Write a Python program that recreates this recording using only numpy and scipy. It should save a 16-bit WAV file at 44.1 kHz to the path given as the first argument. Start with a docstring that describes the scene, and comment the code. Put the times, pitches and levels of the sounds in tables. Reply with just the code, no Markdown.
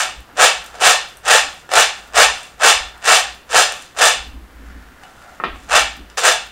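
"""Roasted peanuts are tossed on a hand-held plate in a kitchen to shake their loose skins off.
Each toss slides, then comes down as a shower of tiny impacts that ring the plate and the room;
loose nuts roll and skins tick after it. In the pause after four seconds the heap slides softly
and the plate is knocked twice, then the last tosses follow. Shaped noise gives steady still air and
low rumble, with rubbing whenever the hands shift. The near microphone clips the loudest peaks."""
import sys
import numpy as np
from scipy import signal
from scipy.fft import rfft, irfft, next_fast_len
from scipy.io import wavfile
from scipy.ndimage import uniform_filter1d, minimum_filter1d

SR = 44100
rng = np.random.default_rng(int(sys.argv[2]) if len(sys.argv) > 2 else 0)


def unload_wav(signal):
    """Save mono or channel-first audio to the path in sys.argv[1] as 16-bit WAV at rate SR, clipped to [-1, 1]."""
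    wavfile.write(
        sys.argv[1],
        SR,
        np.round(np.clip(np.atleast_2d(signal).T, -1, 1) * 32767).astype(np.int16),
    )


N = 287355
SIZE = next_fast_len(N + SR)  # transform length, with room for tails
FREQ = np.maximum(np.arange(SIZE // 2 + 1) * SR / SIZE, 1)  # Hz
TIME = np.arange(N) / SR  # s

# Showers of landing nuts, from whole tosses down to small handfuls. Each row: start in seconds, rise in
# seconds, fall in seconds, level in dB, brightness in dB per octave, deep thud of the plate in dB,
# slide before it in dB, rolling after it in dB.
SHOWERS = [(-.135, 0.1, 0.061, -7, -2.3, -17, -48.5, -52), (.369, 0.054, 0.046, -4, -1, 5, -51, -45),
           (.738, 0.0031, 0.03, -34.5, -3, 2, -48, -58), (0.798, 0.068, 0.0496, -4.5, -1, 3.5, -45.5, -47),
           (1.253, .062, .054, -3, -1.43, 1, -56, -44), (1.712, 0.069, 0.045, -5.5, -1.06, 2.5, -54, -44),
           (2.139, 0.056, .041, -2, -1.5, 0, -46.5, -39), (2.604, 0.056, 0.045, -1.68, -1.4, -1, -53, -62),
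           (3.034, 0.073, .062, -5, -1, 1.5, -48.5, -56), (3.503, .070, .048, -5.5, -0.84, 6, -57, -38),
           (3.968, 0.063, 0.06, -6, -0.93, 3, -66, -64), (5.693, 0.061, 0.041, -5.5, -2.5, -7, -52, -69),
           (6.170, .006, .025, -16, 0.1, 5, -50, -62), (6.198, .066, 0.048, -7, -1.13, 4, -63, -62)]
# Knocks on the plate. Each row: start in seconds, level in dB, contact cut-off in Hz.
PLATE_KNOCKS = [(5.400, -8, 1930), (5.438, 0, 3100)]
# The pause, with the heap moving on the tilted plate. Each row: time in seconds, level of the soft
# scraping in dB and of the rolling nuts in dB, both ahead of a trim.
TILT_PAUSE = [(4.38, -59, -69), (4.398, -56, -79), (4.706, -45.5, -71), (4.99, -50.5, -73),
              (5.032, -48.5, -55), (5.122, -54, -59), (5.23, -49.5, -55), (5.36, -48.5, -57)]
# The hands shift and swing the plate. Each row: middle in seconds, half length in seconds,
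# boom in dB, dull rubbing in dB ahead of its flutter.
HAND_MOVES = [(0.19, 0.046, -39, -67), (0.344, 0.024, -47, -47), (1.46, 0.05, -41.5, -55),
              (2.27, 0.1, -42, -62), (2.81, 0.08, -37.5, -62), (4.31, 0.16, -34.5, -48),
              (4.712, 0.21, -39.5, -48), (5.54, 0.057, -32.5, -51), (5.79, .14, -37, -46),
              (6.02, 0.056, -38, -41.5)]
# Centres of the bands in which the nuts are shaped, in Hz.
NUT_BANDS = [350, 800, 1700, 3500, 7000, 14000]
MIDDLE_HZ = NUT_BANDS[2]  # brightness tilts around this note


def undb(db):
    """Decibels to gain."""
    return 10 ** (np.asarray(db) / 20)


def unit(x):
    """Scale to rms 1."""
    return x / np.sqrt(np.mean(x ** 2))


def contour(hz, values):
    """Join points by straight lines over log frequency."""
    return np.interp(np.log(FREQ), np.log(hz), values)


def filtered(x, response):
    """Pass a sound through a frequency response."""
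    return irfft(rfft(x, SIZE) * response, SIZE)[:N]


def causal(db):
    """Minimum-phase response of unit energy: it rings after a hit, never before."""
    cepstrum = irfft(np.log(undb(db)), SIZE)
    # fold the mirrored half forward in time
    cepstrum[1:SIZE // 2] *= 2
    cepstrum[SIZE // 2 + 1:] = 0
    response = np.exp(rfft(cepstrum))
    return response / np.sqrt(np.mean(np.abs(response) ** 2))


def noise(colour):
    """Noise of rms 1 with a (Hz, dB) colour."""
    gain = undb(contour(*np.transpose(colour)))
    return unit(filtered(rng.standard_normal(N), gain))


def add(track, s, sound):
    """Mix a short sound in at time s."""
    start = max(int(s * SR), 0)
    track[start:start + len(sound)] += sound[:max(N - start, 0)]


def decay(t, t60):
    """Amplitude that dies by 60 dB in t60 seconds."""
    return np.exp(-np.log(1000) * t / t60)


def hump(s, width_s, db):
    """Power of a smooth swell centred on time s."""
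    distance = (TIME - s) / width_s
    return (undb(db) * np.exp(-np.minimum(distance ** 2, 20))) ** 2


def wander(rate):
    """Random drift of rms 1 that takes a new direction `rate` times a second."""
    return unit(np.interp(TIME * rate, np.arange(256), rng.standard_normal(256)))


def impacts(chance):
    """Random impacts by chance per sample: positions, direction of push, weight as a bell-shaped score."""
    at = np.flatnonzero(rng.random(N) < chance)
    sign = rng.choice([-1, 1], len(at))
    weight = np.clip(rng.standard_normal(len(at)), -2, 2)
    return at, sign, weight


def kitchen(wet_db=0, gap_s=0.003, early_db=-5, early_s=0.0063):
    """Room from one spot: direct sound, quick echoes off rim and table, a diffuse tail dying band by band."""
    # Kitchen reverberation. Each row: band centre in Hz, t60 in seconds, relative tail level in dB.
    tail_bands = [(197, 0.14, 5.5), (860, 0.36, -1.5), (1540, 0.32, -2.5), (3430, 0.39, 3.5),
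                  (5800, 0.33, -2), (8660, 0.3, -5), (15000, 0.15, -1.5)]
    t = TIME[:SR * 3 // 4]
    hz = np.maximum(np.arange(len(t) // 2 + 1) * SR / len(t), 1)
    centres = np.log([row[0] for row in tail_bands])
    wash = rfft(rng.standard_normal(len(t)))
    tail = 0
    for share, (_, t60, db) in zip(np.eye(len(tail_bands)), tail_bands):
        fade = decay(t, t60) * (t > gap_s)
        band = irfft(wash * np.interp(np.log(hz), centres, share), len(t))
        tail = tail + undb(db) * band * fade / np.linalg.norm(fade)
    # small surfaces scatter mostly the treble
    early = np.diff(rng.standard_normal(len(t) + 1)) * np.exp(-t / early_s)
    early = undb(early_db) * early / np.linalg.norm(early)
    return (1 + rfft(early + undb(wet_db) * tail, SIZE)) / np.sqrt(2)


def room_air(level_db=-48):
    """The still air of the room is steady noise that is strongest in the bass."""
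    # Each row: frequency in Hz, relative level in dB.
    air_colour = [(30, -5.5), (150, -5), (400, -7), (1500, -9), (3000, -17.5), (6000, -25.5),
                  (15000, -28.5)]
    return undb(level_db) * noise(air_colour)


def plate_boom(rest_db=-52.5, wander_db=0.5, wander_per_s=3.5):
    """The handled plate booms as swells of low noise, over a faint wandering rumble."""
    # Each row: frequency in Hz, relative level in dB.
    boom_colour = [(20, -6.5), (38, -11.5), (57, 9.5), (75, -9), (100, -20.5), (170, -27.5), (280, -24),
                   (420, -32), (1000, -56)]
    swells = sum(hump(s, width, boom_db) for s, width, boom_db, _ in HAND_MOVES)
    rest = undb(rest_db + wander_db * wander(wander_per_s)) ** 2
    return np.sqrt(swells + rest) * noise(boom_colour)


def finger_rub(flutter_db=3, flutter_per_s=25):
    """The plate rubs under the fingers as the hands shift: swells of dull noise whose level flutters."""
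    # Each row: frequency in Hz, relative level in dB.
    rub_colour = [(90, -19), (160, -2), (280, 6), (420, -13), (900, -57)]
    power = sum(hump(s, width, rub_db) for s, width, _, rub_db in HAND_MOVES)
    flutter = unit(undb(flutter_db * wander(flutter_per_s)))
    return np.sqrt(power) * flutter * noise(rub_colour)


def pause_power(db, fade_s=0.019):
    """Power along the pause, fading quickly outside it."""
    s = np.transpose(TILT_PAUSE)[0]
    outside = np.abs(TIME - np.clip(TIME, s[0], s[-1]))
    return undb(np.interp(TIME, s, db)) ** 2 * np.exp(-outside / fade_s)


def sliding_power(lead_s=0.068, slide_s=0.045, creep_lag_s=0.18, creep_s=0.11, creep_db=-43, trim_db=-1):
    """The heap slides forward before each shower, creeps back after it, and drifts on the tilted plate."""
    strokes = 0
    for s, *_, slide_db, _ in SHOWERS:
        strokes = strokes + hump(s - lead_s, slide_s, slide_db)
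        strokes = strokes + hump(s + creep_lag_s, creep_s, creep_db)
    return strokes + pause_power(np.transpose(TILT_PAUSE)[1] + trim_db)


def scrape(slip_rate=600, size_db=4, low_hz=1100):
    """The heap creeps over the plate in many small, dull slips (slip_rate per second)."""
    # Each row: frequency in Hz, relative level in dB.
    scrape_colour = [(300, -28), (550, -17), (720, -6.5), (1050, -11.5), (1400, 4), (1850, 0.5),
                     (2300, -10), (3500, -19), (7000, -20), (15000, -40)]
    # Level of the low part of the scraping. Each row: time in seconds, lift in dB.
    low_lift = [(4.2, 14), (4.4, -2), (4.92, -1), (5.05, 16.5), (5.35, 15.5), (5.5, 2)]
    at, sign, weight = impacts(slip_rate / SR)
    slips = np.zeros(N)
    slips[at] = sign * undb(size_db * weight)
    sound = unit(filtered(slips, causal(contour(*np.transpose(scrape_colour)))))
    low = filtered(sound, 1 / (1 + (FREQ / low_hz) ** 6))
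    high = sound - low
    lift = undb(np.interp(TIME, *np.transpose(low_lift)))
    return (high + low * lift) * np.sqrt(sliding_power())


def plate_response():
    """The loaded plate: the overall colour of nut on plate, with its resonances standing out."""
    # Each row: frequency in Hz, relative level in dB.
    body_colour = [(40, -48), (220, -48), (330, -33.5), (450, -17), (700, -9.5), (1000, -14.5), (1600, -8),
                   (2100, -16.5), (2900, -13), (4500, -16.5), (8500, -20.5), (10500, -22), (12500, -29),
                   (15300, -36)]
    # Resonances. Each row: frequency in Hz, width in Hz, lift in dB.
    resonances = [(440, 14, 2), (509, 8.4, 5), (617, 41, 1), (739, 27.4, 7.5), (798, 20, 7), (876, 33, 6),
                  (1077, 140, 2.5), (1192, 180, 4.5), (1342, 105, 4.5), (1670, 119, 0), (1798, 213, 8),
                  (2293, 156, 6.5), (2680, 285, 7.5), (2940, 85, 4), (3533, 110, 7.5), (4166, 190, 4),
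                  (4910, 190, 5), (5350, 940, 4), (6100, 350, 7.5), (7230, 1100, 11), (8350, 280, 11),
                  (9290, 930, 6.5)]
    lifts = sum(db / (1 + (2 * (FREQ - hz) / width) ** 2) for hz, width, db in resonances)
    return causal(contour(*np.transpose(body_colour)) + lifts)


def flakes(lag_s=0.24, spread_s=0.14, middle_db=-33, scatter_db=3, bright_db=18):
    """One faint late flake of skin for each shower: (s, peak dB, brightness dB per octave)."""
    chance = rng.random((len(SHOWERS), 2))
    fallen = []
    for (s, *_), (late, big) in zip(SHOWERS, chance):
        db = middle_db + scatter_db * (2 * big - 1)
        fallen.append((s + lag_s + spread_s * late, db, bright_db))
    return fallen


def stragglers(plate, skitter_s=0.0015, size=4096):
    """Lone landings skitter on the plate for a moment: whole nuts are dull, flakes of skin bright."""
    # Single nuts and flakes that stand out. 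Each row: start in seconds, peak in dB ahead of the room,
    # brightness in dB per octave.
    lone_ticks = [(.051, -16, -8), (.661, -24, 12), (.774, -35, 5), (.820, -2, -4.5), (1.170, -26, 15),
                  (1.691, -18, -7), (1.716, -6, -4.5), (1.736, 3, -3), (2.137, -22, -4), (2.431, -23, 4),
                  (3.059, -12, -5), (3.721, -9.5, -0.5), (3.822, -26, 6), (5.035, -23, -2.5),
                  (5.558, -24.5, -7), (6.099, -25, -0.5)]
    ring = rfft(irfft(plate, SIZE)[:size])
    hz = np.arange(len(ring)) * SR / size
    octave = np.log2(np.maximum(hz, NUT_BANDS[0]) / MIDDLE_HZ)
    t = TIME[:size] - TIME[size // 128]  # a short silence precedes the contact
    out = np.zeros(N)
    for s, db, bright_db in [*lone_ticks, *flakes()]:
        contact = rng.standard_normal(size) * np.exp(-t / skitter_s) * (t >= 0)
        tick = irfft(rfft(contact) * ring * undb(bright_db * octave))
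        add(out, s, undb(db) * tick / np.abs(tick).max())
    return out


def knocks(crack_db=-13, crack_t60=0.088, jostle_db=-20, jostle_t60=0.38, low_hz=170):
    """Two blunt blows: the plate's modes, a short crack and jostled nuts, dulled by the soft contact."""
    # Modes of the knocked plate. Each row: frequency in Hz, relative level in dB, t60 in seconds.
    knock_modes = [(260, -30, .1), (524, -31, .05), (800, -20, 0.074), (1102, -1, 0.11), (1284, 12.5, 0.03),
                   (1335, 2, 0.037), (1590, -6, 0.059), (1810, 2.5, 0.051), (2420, -5, .045),
                   (2900, -18, .033)]
    t = TIME[:SR // 4]
    ring = sum(undb(db) * np.sin(2 * np.pi * hz * t) * decay(t, t60) for hz, db, t60 in knock_modes)
    ring = ring / np.abs(ring).max()
    clatter = undb(crack_db) * decay(t, crack_t60) + undb(jostle_db) * decay(t, jostle_t60)
    out = np.zeros(N)
    for s, db, soft_hz in PLATE_KNOCKS:
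        blow = ring + clatter * rng.standard_normal(len(t))
        contact = signal.butter(4, [low_hz, soft_hz], "bandpass", fs=SR, output="sos")
        add(out, s, undb(db) * signal.sosfilt(contact, blow))
    return out


def rolling_power(lag_s=0.247, roll_s=0.11, shaken_lag_s=0.22, shaken_s=0.089, shaken_db=-51, trim_db=3.5):
    """Loose nuts roll after each shower, after a knock shakes them loose, and while the plate is tilted."""
    landed = sum(hump(s + lag_s, roll_s, roll_db) for s, *_, roll_db in SHOWERS)
    shaken = sum(hump(s + shaken_lag_s, shaken_s, shaken_db) for s, *_ in PLATE_KNOCKS)
    return landed + shaken + pause_power(np.transpose(TILT_PAUSE)[2] + trim_db)


def shower_power(octave, first_db=-22, lead_s=0.035, swell_curve=1.7, settle_db=-23, settle_s=0.075,
                 lag_s=0.0028, slap_db=3, slap_s=0.03, slap_octave=-0.5):
    """Power of the landing nuts in a band, given in octaves above the middle of the range."""
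    power = np.zeros(N)
    depth = np.clip(-octave - 1, 0, 1)  # the thud acts only on the lowest notes of the plate
    middle = np.clip(1.5 - abs(octave - slap_octave), 0, 1)
    for start, rise, fall, db, bright_db, thud_db, *_ in SHOWERS:
        # dull blows on the bare plate come first, bright nut-on-nut clicks a little later
        t = TIME - start - lag_s * octave * min(rise / fall, 1)
        swell = undb(first_db * np.clip(1 - t / rise, 0, 4) ** swell_curve)
        # a few light nuts graze the plate just ahead of the rest
        lead = np.exp(np.minimum(t, 0) / lead_s)
        after = np.maximum(t - rise, 0)
        dying = np.exp(-(after / fall) ** 2) + undb(settle_db) * np.exp(-after / settle_s)
        # the bulk of a hard toss slaps the plate at once and lifts its middle notes
        slap = slap_db * middle * undb(db) * np.exp(-((t - rise) / slap_s) ** 2)
        level = undb(db + bright_db * octave + thud_db * depth + slap)
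        power += (level * lead * swell * dying) ** 2
    return power


def nuts(plate, peak_rate=1300, rest_rate=750, size_db=1.0, size_slope_db=2.3, colour_db=1.0, count=4):
    """Showers and rolling nuts as separate impacts of own size and colour, on `count` spots of the plate."""
    octaves = np.log2(np.array(NUT_BANDS) / MIDDLE_HZ)
    rolling = rolling_power()
    powers = [shower_power(octave) + rolling for octave in octaves]
    # a heavier shower has both more impacts (rates are per second) and harder ones
    loudness = np.sqrt(powers[2] / powers[2].max())
    chance = (rest_rate + peak_rate * loudness) / SR
    bands = [contour(NUT_BANDS, share) for share in np.eye(len(NUT_BANDS))]
    out = 0
    for _ in range(count):
        at, sign, weight = impacts(chance / count)
        force = 0
        for octave, band, power in zip(octaves, bands, powers):
            # heavy nuts carry the low end, light chips and skins the treble
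            spread_db = (size_db - size_slope_db * octave) * weight
            size = undb(spread_db + colour_db * rng.standard_normal(len(at)))
            clicks = np.zeros(N)
            clicks[at] = sign * unit(size) * np.sqrt(power[at] / chance[at])
            force = force + band * rfft(clicks, SIZE)
        out = out + force * kitchen()
    return irfft(out * plate, SIZE)[:N]


def scene():
    """Showers and lone nuts ring the same plate; all the nuts, scrapes and knocks sound in the kitchen."""
    plate = plate_response()
    background = room_air() + plate_boom() + finger_rub()
    small = filtered(stragglers(plate) + scrape(), kitchen())
    blows = filtered(knocks(), kitchen(wet_db=-3.5))
    return (background + small + blows + nuts(plate))[None]


def record(dry, ceiling_db=3, size=128, top_hz=15700):
    """A quick limiter holds the loudest peaks, what is left clips at full scale, and the top is cut off."""
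    allowed = np.minimum(1, undb(ceiling_db) / (np.abs(dry) + 1e-9))
    gain = uniform_filter1d(minimum_filter1d(allowed, size), size)  # windows in samples
    clipped = np.clip(dry * gain, -1, 1)
    top_cut = signal.ellip(10, 0.1, 70, top_hz, fs=SR, output="sos")
    return signal.sosfilt(top_cut, clipped)


dry = scene()
out = record(dry)
unload_wav(out)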